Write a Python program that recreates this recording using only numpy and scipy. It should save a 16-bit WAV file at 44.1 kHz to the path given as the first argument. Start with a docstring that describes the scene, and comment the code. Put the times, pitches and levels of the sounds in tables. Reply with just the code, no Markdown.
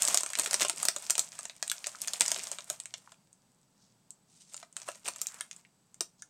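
"""In a small quiet room, a plastic snack packet is turned over above a stone counter, near a phone.
Each fresh grip loads the film: tiny creases crackle and the fingers slide until it relaxes.
Large creases snap through one by one, rattling the sheet and exciting the air modes of the pouch.
Short pitched pops and dull ticks colour some snaps. Counter and room reflect it all over a faint hum."""
import sys
import numpy as np
from scipy import signal
from scipy.fft import rfft, irfft
from scipy.io import wavfile

SR = 44100
rng = np.random.default_rng(int(sys.argv[2]) if len(sys.argv) > 2 else 0)


def master_out(mix):
    """Clip the mix to full scale and print it as 16-bit PCM to the path in sys.argv[1]."""
    frames = np.transpose(np.atleast_2d(mix))
    ceiling = np.clip(frames, -1, 1)
    pcm = np.round(ceiling * 32767).astype(np.int16)
    wavfile.write(sys.argv[1], SR, pcm)


N = 277389


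def undb(db):
    """Amplitude ratio of a level in decibels."""
    return 10 ** (np.asarray(db) / 20)


def unit(x):
    """Normalisation to rms 1."""
    return x / np.sqrt(np.mean(x ** 2))


def noise(size):
    """Gaussian white noise."""
    return rng.standard_normal(size)


def band(x, lo_hz, hi_hz, order=2):
    """Causal Butterworth band-pass."""
    sos = signal.butter(order, [lo_hz, min(hi_hz, .48 * SR)], "band", fs=SR, output="sos")
    return signal.sosfilt(sos, x)


def resonate(x, hz, width_hz):
    """Forced response of a damped oscillator, gain 1 at resonance."""
    return signal.lfilter(*signal.iirpeak(hz, hz / width_hz, fs=SR), x)


def resonate_twice(x, hz, width_hz):
    """Two equal resonators in cascade: a narrower peak with steeper skirts."""
    return resonate(resonate(x, hz, width_hz), hz, width_hz)


def response(points, size=2048):
    """Minimum-phase impulse response of a spectrum given as (f/Hz, level/dB) points."""
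    hz, db = np.transpose(points)
    grid_hz = np.fft.rfftfreq(size, 1 / SR) + 1
    magnitude = undb(np.interp(np.log(grid_hz), np.log(hz), db))
    cepstrum = irfft(np.log(magnitude))
    cepstrum[1:size // 2] *= 2
    cepstrum[size // 2 + 1:] = 0
    return irfft(np.exp(rfft(cepstrum)))


def through(x, h):
    """Convolution with an impulse response."""
    return signal.fftconvolve(x, h)[:len(x)]


def drift(per_s):
    """Random modulation: straight lines between Gaussian values of spread 1."""
    knots = noise(int(N / SR * per_s) + 2)
    return np.interp(np.arange(N) / SR * per_s, np.arange(len(knots)), knots)


def burst(x, db):
    """Energy normalisation: a transient gets the energy of 5 ms at this level."""
    return x * undb(db) * np.sqrt(.005 * SR / np.sum(x ** 2))


def room_air(air_db=-70.5):
    """Ambient noise: a low broadband murmur with narrow bands heard as hum and whine."""
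    # spectrum of the still air: f/Hz, level/dB
    air_spectrum = [(25, -18.5), (90, -15.5), (125, -4), (190, -0.5), (300, -11), (500, -15), (900, -14.5),
                    (2000, -25), (5000, -23.5), (8500, -21), (10000, -30.5), (16000, -34.5)]
    # steady tones: f/Hz, bandwidth/Hz, level/dB
    tones = [(117.03, 3.3, -84), (179.8, 5.6, -84.5), (4700, 140, -89.5), (7950, 130, -82.5)]
    murmur = unit(through(noise(N), response(air_spectrum))) * undb(air_db + 0.4 * drift(8.1))
    hum = sum(undb(db) * unit(resonate_twice(noise(N), hz, width)) for hz, width, db in tones)
    return murmur + hum


def handling_level(attack_s=0.017, relax_s=0.034):
    """Rustle level in dB: each grip loads the film, holds and relaxes exponentially; powers add."""
    # rustle of the whole packet being moved: t/s, level/dB
    movement = [(0, -50), (1.15, -49), (1.55, -61.5), (1.75, -52), (2.5, -51), (3.1, -65.5), (3.3, -82),
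                (4.6, -84), (4.9, -63.5), (5.45, -62), (5.7, -85.5)]
    # fresh grips: onset t/s, hold t/s, level/dB
    grips = [(0.0, 0.15, -34.5), (.28, 0.016, -43.5), (.38, 0.2, -39), (.6, 0.036, -32.5),
             (.78, 0.082, -39.5), (1.034, 0.016, -41), (1.188, 0.015, -39), (1.331, 0.12, -50.5),
             (1.631, 0.09, -54), (2.03, 0.15, -47), (2.208, 0.15, -39), (2.38, 0.15, -44.5),
             (2.698, 0.037, -45.5), (4.522, 0.09, -55), (4.769, 0.052, -54.5), (4.869, 0.038, -48.5),
             (5.058, 0.025, -42), (5.16, 0.14, -52.5), (5.322, 0.09, -54.5), (5.52, 0.065, -60.5)]
    t = np.arange(N) / SR
    power = undb(np.interp(t, *np.transpose(movement))) ** 2
    for start, held, db in grips:
        attack = np.clip(1 + (t - start) / attack_s, 0, 1)
        release = np.exp(-np.maximum(t - start - held, 0) / relax_s)
        power += (undb(db) * attack * release) ** 2
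    return 10 * np.log10(power)


def buckle(ring_db, ring_s, slip_s=0.00045, scatter_db=-5, size=2048, modes=12):
    """Buckling: a crease flips abruptly; bending waves scatter and briefly ring the panels round it."""
    t = np.arange(size) / SR
    flip = unit(noise(size) * t * np.exp(-2 * t / slip_s))
    panel_hz = rng.uniform(1400, 10000, (modes, 1))
    phase_cycles = rng.random((modes, 1))
    panels = unit(np.sin(2 * np.pi * (panel_hz * t + phase_cycles)).sum(axis=0))
    scatter = undb(scatter_db) * noise(size)
    fade = np.exp(-t / ring_s) * (1 - np.exp(-t / slip_s))
    return flip + undb(ring_db) * unit((scatter + panels) * fade)


def crackle(film, handling_db, spread_db=6.5, bunch_db=5, ticks_db=-2.5, hollow_db=-20.5, creases=18):
    """Clustered Poisson process: tiny creases tick, faster in a firm grip, each ringing its own panel."""
    rate = 240 * undb(.3 * (handling_db + 46))
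    chance = rate * undb(bunch_db * drift(70)) / creases / SR  # ticks come in irregular bunches
    crease_pitches = np.geomspace(2400, 11000, creases)
    panel_pitches = rng.permutation(np.geomspace(420, 1400, creases))
    ticks, hollow = np.zeros(N), np.zeros(N)
    for hz, panel_hz in zip(crease_pitches, panel_pitches):
        fires = rng.random(N) < chance
        sizes = np.zeros(N)
        sizes[fires] = undb(spread_db * np.minimum(rng.exponential(size=fires.sum()), 2.8))
        tick = through(sizes / np.sqrt(rate), buckle(ring_db=-11, ring_s=.003, slip_s=.0003))
        ticks += resonate(tick, hz, width_hz=0.5 * hz)
        hollow += resonate(tick, panel_hz, width_hz=70) / panel_hz
    radiated = unit(through(ticks, film))
    return undb(handling_db) * (undb(ticks_db) * radiated + undb(hollow_db) * unit(hollow))


def finger_friction(film, handling_db, hiss_db=-5.5, rough_db=3.5, rumble_db=-26.5):
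    """Sliding friction: skin drags unevenly over the film and hisses; the shifting grip rumbles."""
    # fingertip strokes: onset t/s, duration t/s, centre f/Hz, bandwidth/Hz, level/dB
    strokes = [(3.753, 0.17, 5020, 3410, -71), (4.28, 0.3, 5580, 7570, -61.5),
               (5.244, 0.23, 1530, 1690, -61.5), (6.177, 0.069, 5360, 3550, -65.5)]
    hiss = through(noise(N), film) * undb(rough_db * drift(90))
    rumble = unit(band(noise(N), 130, 260)) * undb(rough_db * drift(30))
    out = undb(handling_db) * (undb(hiss_db) * unit(hiss) + undb(rumble_db) * rumble)
    for start, length, hz, width, db in strokes:
        progress = np.clip((np.arange(N) / SR - start) / length, 0, 1)
        speed = np.abs(np.sin(np.pi * progress))
        catches = hiss * undb(rough_db * drift(400))
        out += undb(db) * np.sqrt(speed) * unit(resonate_twice(catches, hz, width))
    return out


def pouch(push, detune=0.046):
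    """Cavity resonance: the air-filled pouch rings, its modes shifted at random by the changing grip."""
    # modes of the pouch: f/Hz, bandwidth/Hz, level/dB
    modes = [(356, 36, -9), (650.5, 81, 1.5), (996, 70, -2), (1240, 110, -4.5)]
    return sum(undb(db) * resonate(push, hz * np.exp(detune * rng.standard_normal()), width)
               for hz, width, db in modes)


def snaps(film, crest_db=13.5, flex_gain_db=-4.5, thump_gain_db=1, direct_db=-13, sparkle_db=-22):
    """Snap-through instability: a large crease cracks, flexes the sheet and thumps the pouch."""
    # large creases: t/s, crack peak level/dB, crack f/Hz, flex level/dB, thump level/dB (before gains)
    creases = [(0.0206, -6, 8000, -65, -68), (0.0315, -13, 8300, -41, -70), (0.051, -9.5, 7500, -46, -44.5),
               (0.0765, -12.5, 8200, -42, -67), (0.083, -9.5, 8400, -38, -36.5),
               (0.1437, -5.5, 7900, -49, -31.5), (0.1455, -11, 8250, -34, -38.5),
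               (0.173, -4.5, 7900, -28.5, -43.5), (0.2064, -16.5, 7250, -38, -45),
               (0.233, -14, 8700, -38.5, -39), (0.2612, -18.5, 8400, -36, -44.5),
               (0.3016, -23, 7660, -43, -48), (0.333, -20, 8200, -31.5, -73),
               (0.3526, -18.5, 4930, -28.5, -57), (0.387, -13.5, 9480, -28, -37.5),
               (0.396, -6.5, 7800, -32, -37.5), (0.46, -17.5, 7800, -26.5, -47.5),
               (0.5096, -15, 6860, -39, -45), (0.5305, -13, 7390, -29, -39), (0.542, -6, 6840, -27.5, -38),
               (0.607, -19, 8900, -29.5, -38), (0.613, -15, 7200, -26, -41), (0.62, -9.5, 7400, -25.5, -34),
               (0.629, -14, 7500, -49, -57), (0.6483, -15.5, 6900, -26, -31.5),
               (0.6678, -36, 6490, -46, -71), (0.6832, -15.5, 7130, -51, -67),
               (0.6964, -10, 7800, -30, -38), (0.829, -11, 7250, -49, -38),
               (0.8523, -10.5, 9500, -31, -38.5), (0.8846, -5, 8500, -22.5, -36),
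               (0.9623, -16.5, 7600, -34, -40.5), (1.098, -11.5, 7440, -28, -41),
               (1.1053, -5, 8250, -35, -46), (1.1527, -16.5, 4800, -69, -46.5),
               (1.1797, -11.5, 8600, -35, -40), (1.193, -6, 6860, -48, -44),
               (1.3896, -21, 8250, -42, -45.5), (1.4532, -22, 7500, -40.5, -48),
               (1.496, -27, 3850, -40, -53), (1.6262, -14.5, 6620, -31, -46.5),
               (1.678, -20.5, 7900, -42, -78), (1.6984, -16.5, 7900, -42, -62),
               (1.715, -14, 8800, -25.5, -72), (1.8421, -21, 3340, -46, -73),
               (1.8624, -26.5, 6000, -46, -50), (1.8685, -15, 7860, -39, -43),
               (2.0167, -16, 9400, -50, -62), (2.074, -18, 8240, -36, -48.5),
               (2.0816, -15.5, 6400, -37, -70), (2.134, -14.5, 6440, -57, -47.5),
               (2.2077, -1.5, 5630, -35, -35), (2.2181, -13.5, 7600, -27, -52.5),
               (2.2541, -24, 5650, -37, -60.5), (2.2612, -15.5, 6300, -56, -66),
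               (2.2798, -11, 6800, -52, -44), (2.3164, -9.5, 7960, -30, -37.5),
               (2.3611, -24.5, 7800, -32, -43), (2.5154, -17, 7140, -69, -45),
               (2.585, -27, 7200, -34.5, -46), (2.6996, -13.5, 8940, -33.5, -42),
               (2.8003, -21.5, 8800, -42.5, -60.5), (2.8562, -25, 8200, -41.5, -62),
               (2.9391, -22.5, 5570, -34.5, -51), (3.1197, -39, 8100, -51, -55),
               (3.3289, -41, 7940, -74, -87), (4.1054, -28, 7760, -72.5, -75),
               (4.5431, -28, 6700, -48, -51), (4.5652, -26.5, 7380, -77.5, -70),
               (4.6282, -38.5, 5760, -46.5, -47), (4.7263, -39.5, 8000, -68, -83),
               (4.766, -20, 7900, -36, -73), (4.817, -30, 6480, -47.5, -57),
               (4.8864, -24.5, 9250, -35, -39.5), (4.9555, -37, 7200, -55, -59),
               (5.0617, -31, 8150, -48.5, -48), (5.0784, -19.5, 8450, -32.5, -40.5),
               (5.084, -16.5, 8540, -34.5, -39), (5.1603, -27.5, 8200, -46.5, -54.5),
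               (5.215, -13, 9440, -42.5, -51.5), (5.2687, -15.5, 8500, -64, -79.5),
               (5.4081, -18, 9300, -32, -53), (5.5119, -27, 6000, -41.5, -84), (5.563, -34, 7430, -70, -83),
               (5.9431, -36, 8550, -60, -80), (6.007, -11.5, 7100, -39.5, -41),
               (6.2211, -27.5, 5800, -55, -79.5)]
    crack_delay_s = .0006  # each snap sounds 0.6 ms after its listed time
    out = np.zeros(N + SR)
    for onset, peak_db, hz, flex_db, thump_db in creases:
        crack_db = peak_db - crest_db
        # a large fold moves more air and sets more of the sheet going; a small one is a dry tick
        bulk = np.clip((thump_db - crack_db + 28) / 22, 0, 1)
        ring_db = -9.5 + 4.5 * bulk
        flip = buckle(ring_db, ring_s=0.0056)
        width_hz = min(4000 * undb(2.2 * (crack_db + 31)), hz)  # harder is shorter, so broader in band
        pitched = resonate(through(flip, film), hz, max(width_hz, hz / 3))
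        crack = burst(band(pitched, .45 * hz, 21000), crack_db)
        # tight, high creases have a sparkling edge, the more so when they snap hard
        edge = (width_hz / hz) ** .4 * (hz / 8000) ** 5
        sparkle = edge * burst(band(flip, 10000, 13000), crack_db + sparkle_db)
        flex = band(buckle(ring_db + 2.5, ring_s=0.006), 1300, 4400, order=3)
        push = buckle(ring_db=-1.5, ring_s=0.0055, scatter_db=7.5)
        lowest_hz = np.interp(thump_db, [-50, -38], [540, 230])  # only heavy folds move the whole pouch
        thump = band(pouch(push) + undb(direct_db) * push, lowest_hz, 1700, order=3)
        body = burst(flex, flex_db + flex_gain_db) + burst(thump, thump_db + thump_gain_db)
        start = int((onset + crack_delay_s) * SR)
        out[start:start + len(body)] += crack + sparkle + body
    return out[:N]


def pitched_pops(relative_width=.38):
    """Damped resonance: short pitched pops and dull ticks, mostly colouring a crease's snap."""
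    # pops and ticks: t/s, f/Hz, level/dB
    pops = [(0.733, 383, -51), (1.627, 724, -44.5), (1.698, 3630, -31.5), (1.9483, 1310, -44),
            (2.208, 130, -59.5), (2.2087, 2714, -28), (2.705, 595, -43.5), (2.94, 3176, -40),
            (3.075, 938, -50.5), (4.878, 1095, -44), (4.887, 610, -37), (5.65, 2035, -56),
            (6.008, 375, -41), (6.222, 1660, -49.5)]
    out = np.zeros(N + SR)
    for onset, hz, db in pops:
        click = buckle(ring_db=-6, ring_s=0.006)
        pop = burst(resonate_twice(click, hz, relative_width * hz), db)
        start = int(onset * SR)
        out[start:start + len(pop)] += pop
    return out[:N]


def reverberation(x, early_db=-12, early_t60=0.12, late_db=-19, late_t60=0.22, build_s=0.0067):
    """Exponential decay: quick reflections from the counter and nearby things, then a weak room tail."""
    t = np.arange(SR // 2) / SR
    build_up = 1 - np.exp(-(t / build_s) ** 2)
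    reflections = np.zeros(len(t))
    for db, t60 in ((early_db, early_t60), (late_db, late_t60)):
        tail = noise(len(t)) * np.exp(-np.log(1000) * t / t60) * build_up
        reflections += undb(db) * tail / np.linalg.norm(tail)
    return through(x, reflections)


def scene():
    """Superposition of the packet's direct sound, its reflections and the room air, in one channel."""
    # spectrum radiated by the film: f/Hz, level/dB
    film_spectrum = [(100, -16.5), (300, -25.5), (620, 1.5), (2000, -3.5), (4500, -5.5), (6500, -1.5),
                     (8000, 1), (8900, 0), (10000, -9), (12000, -12), (16000, -23.5)]
    film = response(film_spectrum)
    handling_db = handling_level()
    packet = snaps(film) + pitched_pops()
    packet += crackle(film, handling_db) + finger_friction(film, handling_db)
    return (packet + reverberation(packet) + room_air())[None]


def record(dry, ceiling=.8, top_hz=15900):
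    """Soft saturation and band limiting: the phone rounds the tallest peaks and cuts the top treble."""
    rounded = ceiling * np.tanh(dry / ceiling)
    return signal.sosfilt(signal.ellip(8, .2, 70, top_hz, fs=SR, output="sos"), rounded)


dry = scene()
out = record(dry)
master_out(out)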